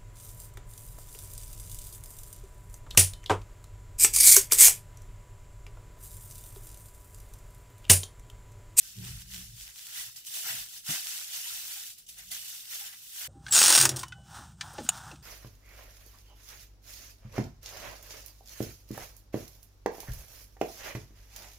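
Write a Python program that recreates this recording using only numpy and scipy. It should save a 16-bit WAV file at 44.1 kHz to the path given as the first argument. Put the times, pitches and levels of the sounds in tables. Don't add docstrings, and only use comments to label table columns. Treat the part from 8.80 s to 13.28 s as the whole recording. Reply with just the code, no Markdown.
import sys
import numpy as np
from scipy import signal
from scipy.fft import rfft, irfft, next_fast_len
from scipy.io import wavfile
from scipy.ndimage import uniform_filter1d

SR = 44100
rng = np.random.default_rng(int(sys.argv[2]) if len(sys.argv) > 2 else 0)


def amplitude_ratio(level_db):
    exponent = np.asarray(level_db, float) / 20
    return 10 ** exponent


def output_pcm(signal):
    pcm = np.clip(np.atleast_2d(signal).T, -1, 1) * 32767
    wavfile.write(sys.argv[1], SR, np.round(pcm).astype(np.int16))


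N = 197391

# (frequency [Hz], relative level per Hz [dB])
HUSH_COLOUR = [(59, -29), (100, 20.5), (287, 6), (370, 5), (627, -0.5), (1620, -19), (2630, -47),
               (3770, 2.5), (7410, -1.5), (15500, -26)]
HUSH_DB = -72.5
# (frequency [Hz], likeness [0..1])
EAR_LIKENESS = [(60, .9), (300, .75), (600, .55), (1000, .2), (1600, .06), (15000, .01)]

# (time [s], low, middle, upper mode group level [dB])
RUMBLE_LEVELS = [(0.0, -64, -67, -91), (0.14, -69, -84, -73), (0.18, -55, -45, -50.5),
                 (0.22, -49, -46.5, -46.5), (0.31, -45, -44, -56.5), (0.37, -45, -48, -68),
                 (0.42, -57, -55, -71.5), (0.59, -51.5, -57.5, -54), (0.64, -50.5, -61.5, -61),
                 (0.74, -60, -50, -73.5), (0.82, -54.5, -71, -75), (0.95, -76, -76, -93),
                 (1.05, -90, -94, -100)]
# (frequency [Hz], nominal width [Hz], relative level [dB])
ROOM_MODES = [
    [(45.6, 22, 4), (72, 15, -23)],
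    [(113.9, 8.7, 1.5), (137, 20, -7)],
    [(185.4, 11.5, 2.5), (231, 74, -12), (376, 40, -20)],
]
# (peak time [s], half width [s], low, middle, upper group level [dB])
MODE_STIRS = [(1.19, 0.026, -67, -73, -71), (1.28, 0.022, -68, -64, -90), (1.74, 0.045, -82, -56.5, -64),
              (1.81, 0.037, -60, -67, -73.5), (2.73, 0.067, -71, -76, -90), (3.38, 0.13, -67, -75.5, -80),
              (3.5, 0.11, -68, -72.5, -71), (4.46, .05, -66, -73, -86)]
MODE_REST_DB = [-78, -85.5, -107]

# (peak time [s], fizz level [dB], rise [s], fall [s], body level re fizz [dB])
SWISHES = [(.025, -45, 0.055, 0.19, -17), (.27, -42.5, 0.089, 0.15, -10.5), (.42, -48, 0.046, 0.018, -14),
           (.55, -41, .07, 0.14, -13.5), (.81, -44, 0.071, 0.088, -16.5), (.88, -48.5, 0.038, 0.056, -8.5),
           (.965, -46, .025, 0.24, -16), (1.09, -46, .15, .1, -14), (1.183, -36, 0.067, 0.11, -11.5),
           (1.365, -44.5, 0.017, 0.066, -16.5), (1.472, -43.5, .025, 0.087, -20),
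           (1.56, -34, .06, 0.16, -17), (1.675, -33, 0.038, .15, -9.5), (1.81, -39.5, 0.089, 0.038, -13.5),
           (1.96, -42, 0.093, 0.055, -17.5), (2.11, -29, 0.046, 0.1, -10.5),
           (2.31, -35.5, 0.14, 0.2, -13.5), (2.549, -36.5, 0.054, 0.085, -14.5),
           (2.7, -36, 0.23, 0.18, -14.5), (2.93, -38, .2, 0.15, -14), (3.09, -42, 0.17, 0.043, -19.5),
           (3.189, -52, .025, 0.058, -17.5), (3.291, -46, 0.011, 0.068, -20),
           (3.39, -46.5, 0.034, 0.081, -10), (3.475, -51.5, 0.037, 0.089, -27),
           (3.521, -36.5, 0.016, 0.093, -13), (3.709, -40.5, 0.19, 0.18, -17),
           (3.94, -37, 0.071, 0.12, -13.5), (4.05, -42.5, 0.09, 0.079, -9.5), (4.135, -52, .03, 0.036, -3),
           (4.27, -47.5, 0.24, 0.11, -19.5), (4.39, -38.5, 0.08, 0.079, -13.5),
           (4.448, -39, 0.055, 0.056, -6.5)]
SWELL_DROP_DB = 10
SWELL_CURVATURE, BODY_STEEP = 1.54, 1.3
# (frequency [Hz], relative level per Hz [dB])
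FIZZ_COLOUR = [(1590, -29), (2700, -3.5), (4810, -3), (5450, -1), (10000, -4), (14800, -4.5), (15500, -5.5)]
# (frequency [Hz], relative level per Hz [dB])
BODY_COLOUR = [(260, -26), (450, -19), (520, -58), (660, -7), (1000, -11), (1400, -2), (1900, 0.5),
               (2600, 0), (3500, -2), (5900, -85)]
# (time [s], level [dB])
AIR_LEVELS = [(0, -6), (1.0, -5.5), (1.4, -2.5), (2.0, -4), (2.4, -5.5), (3.0, -3), (3.3, -4), (4.47, -1.5)]

# (time [s], level before mixing [dB])
SNAPS = [(0.166, -32), (0.2267, -39), (0.2487, -24.5), (0.419, -27.5), (0.5362, -22), (0.5441, -19),
         (0.551, -30), (0.5622, -23), (0.5794, -29), (0.615, -28), (0.81, -23), (0.8782, -25.5),
         (0.9598, -28), (0.992, -24.5), (1.0674, -24.5), (1.193, -31), (1.2224, -42), (1.3606, -34),
         (1.4494, -30), (3.377, -39), (3.855, -28), (4.065, -31), (4.128, -31)]
# (frequency [Hz], relative level per Hz [dB])
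SNAP_COLOUR = [(700, -33), (1500, -11), (3000, -1), (6000, -3), (11000, -10), (15500, -7.5)]
# (time [s], level before mixing [dB], pitch [Hz], t60 [s])
BUCKLES = [(1.185, -40, 1940, 0.11), (1.559, -55, 660, 0.34), (1.66, -51, 788, 0.29),
           (1.665, -55.5, 425, 0.21), (1.74, -53, 245, .12), (2.09, -52, 480, 0.087), (2.095, -48, 946, .1),
           (1.715, -52, 667, 0.28), (2.175, -44.5, 760, 0.076), (2.662, -47, 960, 0.075),
           (2.701, -43.5, 1370, 0.11), (2.964, -53.5, 810, 0.2), (3.512, -50.5, 710, 0.081),
           (3.515, -40, 2034, 0.11), (3.945, -57.5, 645, 0.16), (4.012, -48.5, 810, 0.14),
           (4.125, -48.5, 1980, 0.099), (4.42, -48, 1480, 0.17)]
# (time [s], level before colouring [dB], pitch [Hz])
POPS = [(1.3591, -38.5, 5070), (1.448, -49, 5670), (1.4662, -33.5, 8320), (2.0584, -39, 5580),
        (3.1786, -45.5, 9700), (3.264, -47.5, 7470), (3.2865, -38, 10300), (3.3752, -42, 2800),
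        (3.5127, -30.5, 9900), (4.0605, -36.5, 7070), (4.13, -43, 1970)]

# (frequency [Hz], relative level [dB], t60 [s])
THUMP_PARTIALS = [(149, 7, 0.076), (118, -16, 0.17), (193, -7, 0.15), (252, -9, 0.135), (319, -11, 0.138),
                  (676, -8.5, 0.065)]
THUMP_S, THUMP_DB = 2.087, -32


def evened(x):
    return x / np.sqrt(np.mean(x ** 2) + 1e-20)


def read(points, hz):
    f, value = np.transpose(points)
    return np.interp(np.log(hz + 1), np.log(f + 1), value)


def curves(rows):
    s, *columns = np.transpose(rows)
    return [np.interp(np.arange(N) / SR, s, column) for column in columns]


def swells(rows, steep=1.0):
    t = np.arange(0, N + 64, 64) / SR
    power = 1e-14
    for s, db, rise, fall in rows:
        away = np.where(t < s, (s - t) / rise, (t - s) / fall)
        power = power + amplitude_ratio(db - steep * SWELL_DROP_DB * away ** SWELL_CURVATURE) ** 2
    return np.interp(np.arange(N) / SR, t, np.sqrt(power))


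def coloured(x, points):
    size = next_fast_len(N)
    shape = evened(amplitude_ratio(read(points, np.fft.rfftfreq(size, 1 / SR))))
    return irfft(rfft(x, size) * shape, size)[..., :N]


def pair(x):
    size = next_fast_len(N)
    same = np.clip(read(EAR_LIKENESS, np.fft.rfftfreq(size, 1 / SR)), 0, 1)
    left, other = rfft(x, size)
    right = same * left + np.sqrt(1 - same ** 2) * other
    return irfft(np.array([left, right]), size)[:, :N]


def highpassed(x, order, cutoff_hz):
    return signal.sosfilt(signal.butter(order, cutoff_hz, "high", fs=SR, output="sos"), x)


def hush():
    return amplitude_ratio(HUSH_DB) * pair(coloured(rng.standard_normal((2, N)), HUSH_COLOUR))


def resonate(x, hz, width_hz):
    turn = np.exp(2j * np.pi * hz * np.arange(N) / SR)
    r = np.exp(-np.pi * width_hz / SR)
    return 2 * (turn * signal.lfilter([1 - r], [1, -r], x / turn)).real


def stirred_mode(hz, width_hz):
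    once = resonate(rng.standard_normal(N), hz, width_hz)
    return evened(resonate(once, hz, width_hz))


def ring(modes):
    tone = evened(sum(amplitude_ratio(db) * stirred_mode(hz, 1.42 * width) for hz, width, db in modes))
    beat_power = uniform_filter1d(uniform_filter1d(tone ** 2, 900), 900)
    return evened(tone / (abs(beat_power) + 0.05) ** 0.27)


def rumble():
    both = np.zeros((2, N))
    opposite = np.array([[1], [-1]])
    side_dbs = (-23, -21, -11)
    for k, (db, modes, side_db) in enumerate(zip(curves(RUMBLE_LEVELS), ROOM_MODES, side_dbs)):
        stirs = swells([(s, dbs[k], width, width) for s, width, *dbs in MODE_STIRS])
        level = np.sqrt(amplitude_ratio(db) ** 2 + stirs ** 2 + amplitude_ratio(MODE_REST_DB[k]) ** 2)
        both += level * (ring(modes) + amplitude_ratio(side_db) * opposite * ring(modes))
    return highpassed(both, 4, 36)


def creases(per_s, spread_db, clump_db):
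    size = amplitude_ratio(spread_db * np.minimum(rng.exponential(1, N), 5)) * rng.choice([-1.0, 1.0], N)
    clumps = evened(uniform_filter1d(uniform_filter1d(rng.standard_normal(N), 300), 300))
    happens = rng.random(N) < per_s / SR
    return evened(size * happens * amplitude_ratio(clump_db * clumps))


def swishes(fizz_gain):
    body_rows = [(s, db + body_db, rise, fall) for s, db, rise, fall, body_db in SWISHES]
    body_gain = swells(body_rows, BODY_STEEP)
    fine = coloured(creases(per_s=10000, spread_db=1, clump_db=0.68), FIZZ_COLOUR)
    air_db, = curves(AIR_LEVELS)
    fine += (amplitude_ratio(air_db - air_db.mean()) - 1) * highpassed(fine, 2, 9000)
    folds = coloured(creases(per_s=3000, spread_db=1.5, clump_db=1.5), BODY_COLOUR)
    return fizz_gain * fine + body_gain * folds


def snaps(fizz_gain):
    out = np.zeros(N)
    for s, db in SNAPS:
        out[round((s + 0.0012) * SR)] = amplitude_ratio(db)
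    out += fizz_gain * amplitude_ratio(-20) * creases(per_s=60, spread_db=2.5, clump_db=1.0)
    return coloured(out, SNAP_COLOUR)


def add_at(out, s, burst):
    part = out[round(s * SR):][:len(burst)]
    part += burst[:len(part)]


def buckles():
    t, out = np.arange(SR // 8) / SR, np.zeros(N)
    for s, db, hz, t60 in BUCKLES:
        tone = np.sin(2 * np.pi * hz * t) * (1 - np.exp(-t / 0.0027))
        add_at(out, s, tone * amplitude_ratio(db - 60 * t / t60))
    return out


def pops():
    t, out = np.arange(SR // 8) / SR, np.zeros(N)
    onset = 1 - np.exp(-t / 0.00045)
    for s, db, hz in POPS:
        burst = (0.4 * np.sin(2 * np.pi * hz * t) + 0.79 * rng.standard_normal(len(t))) * onset
        add_at(out, s, burst * amplitude_ratio(db - 60 * t / 0.089))
    return coloured(out, FIZZ_COLOUR)


def reflections(x):
    rattle_t60_s, walls_t60_s, walls_delay_s, walls_db = 0.016, 0.074, 0.004, -4
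    spots, spot_samples = 10, 130
    t = np.arange(SR // 4) / SR
    length = next_fast_len(N + SR // 4)
    rattle, walls = rng.standard_normal((2, spots, 2, len(t)))
    rattle = rattle * amplitude_ratio(-60 * t / rattle_t60_s)
    walls = walls * amplitude_ratio(-60 * t / walls_t60_s) * (t > walls_delay_s)
    taps = evened(evened(rattle) + amplitude_ratio(walls_db) * evened(walls)) / np.sqrt(len(t))
    spot = np.repeat(rng.integers(0, spots, N // spot_samples + 1), spot_samples)[:N]
    chosen = 1.0 * (spot == np.arange(spots)[:, None])
    share = np.sin(np.pi / 2 * uniform_filter1d(chosen, spot_samples))
    spectra = rfft(share * x, length)[:, None] * rfft(taps, length)
    return irfft(spectra.sum(0), length)[:, :N]


def foil():
    fizz_gain = swells([row[:4] for row in SWISHES])
    single = snaps(fizz_gain) + 0.5 * buckles()
    sound = swishes(fizz_gain) + pops() + 0.51 * single
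    sheet = pair(reflections(sound)) + 1.34 * single
    treble = highpassed(sheet, 2, 7000)
    return sheet + (amplitude_ratio([[-0.7], [0.7]]) - 1) * treble


def thump():
    t = np.maximum(np.arange(N) / SR - THUMP_S, 0)
    tones = sum(amplitude_ratio(db - 60 * t / t60) * np.sin(2 * np.pi * hz * t) for hz, db, t60 in THUMP_PARTIALS)
    return amplitude_ratio(THUMP_DB) * (1 - np.exp(-t / 0.0053)) ** 2 * tones


def scene():
    return hush() + rumble() + foil() + thump()


def low_pass(x):
    return signal.sosfilt(signal.butter(12, 16800, fs=SR, output="sos"), x)


def record(dry):
    edge = signal.firwin(511, 15700, window=("kaiser", 9), fs=SR)
    mix = signal.oaconvolve(dry, edge[None], "same")
    return low_pass(mix)


dry = scene()
out = record(dry)
output_pcm(out)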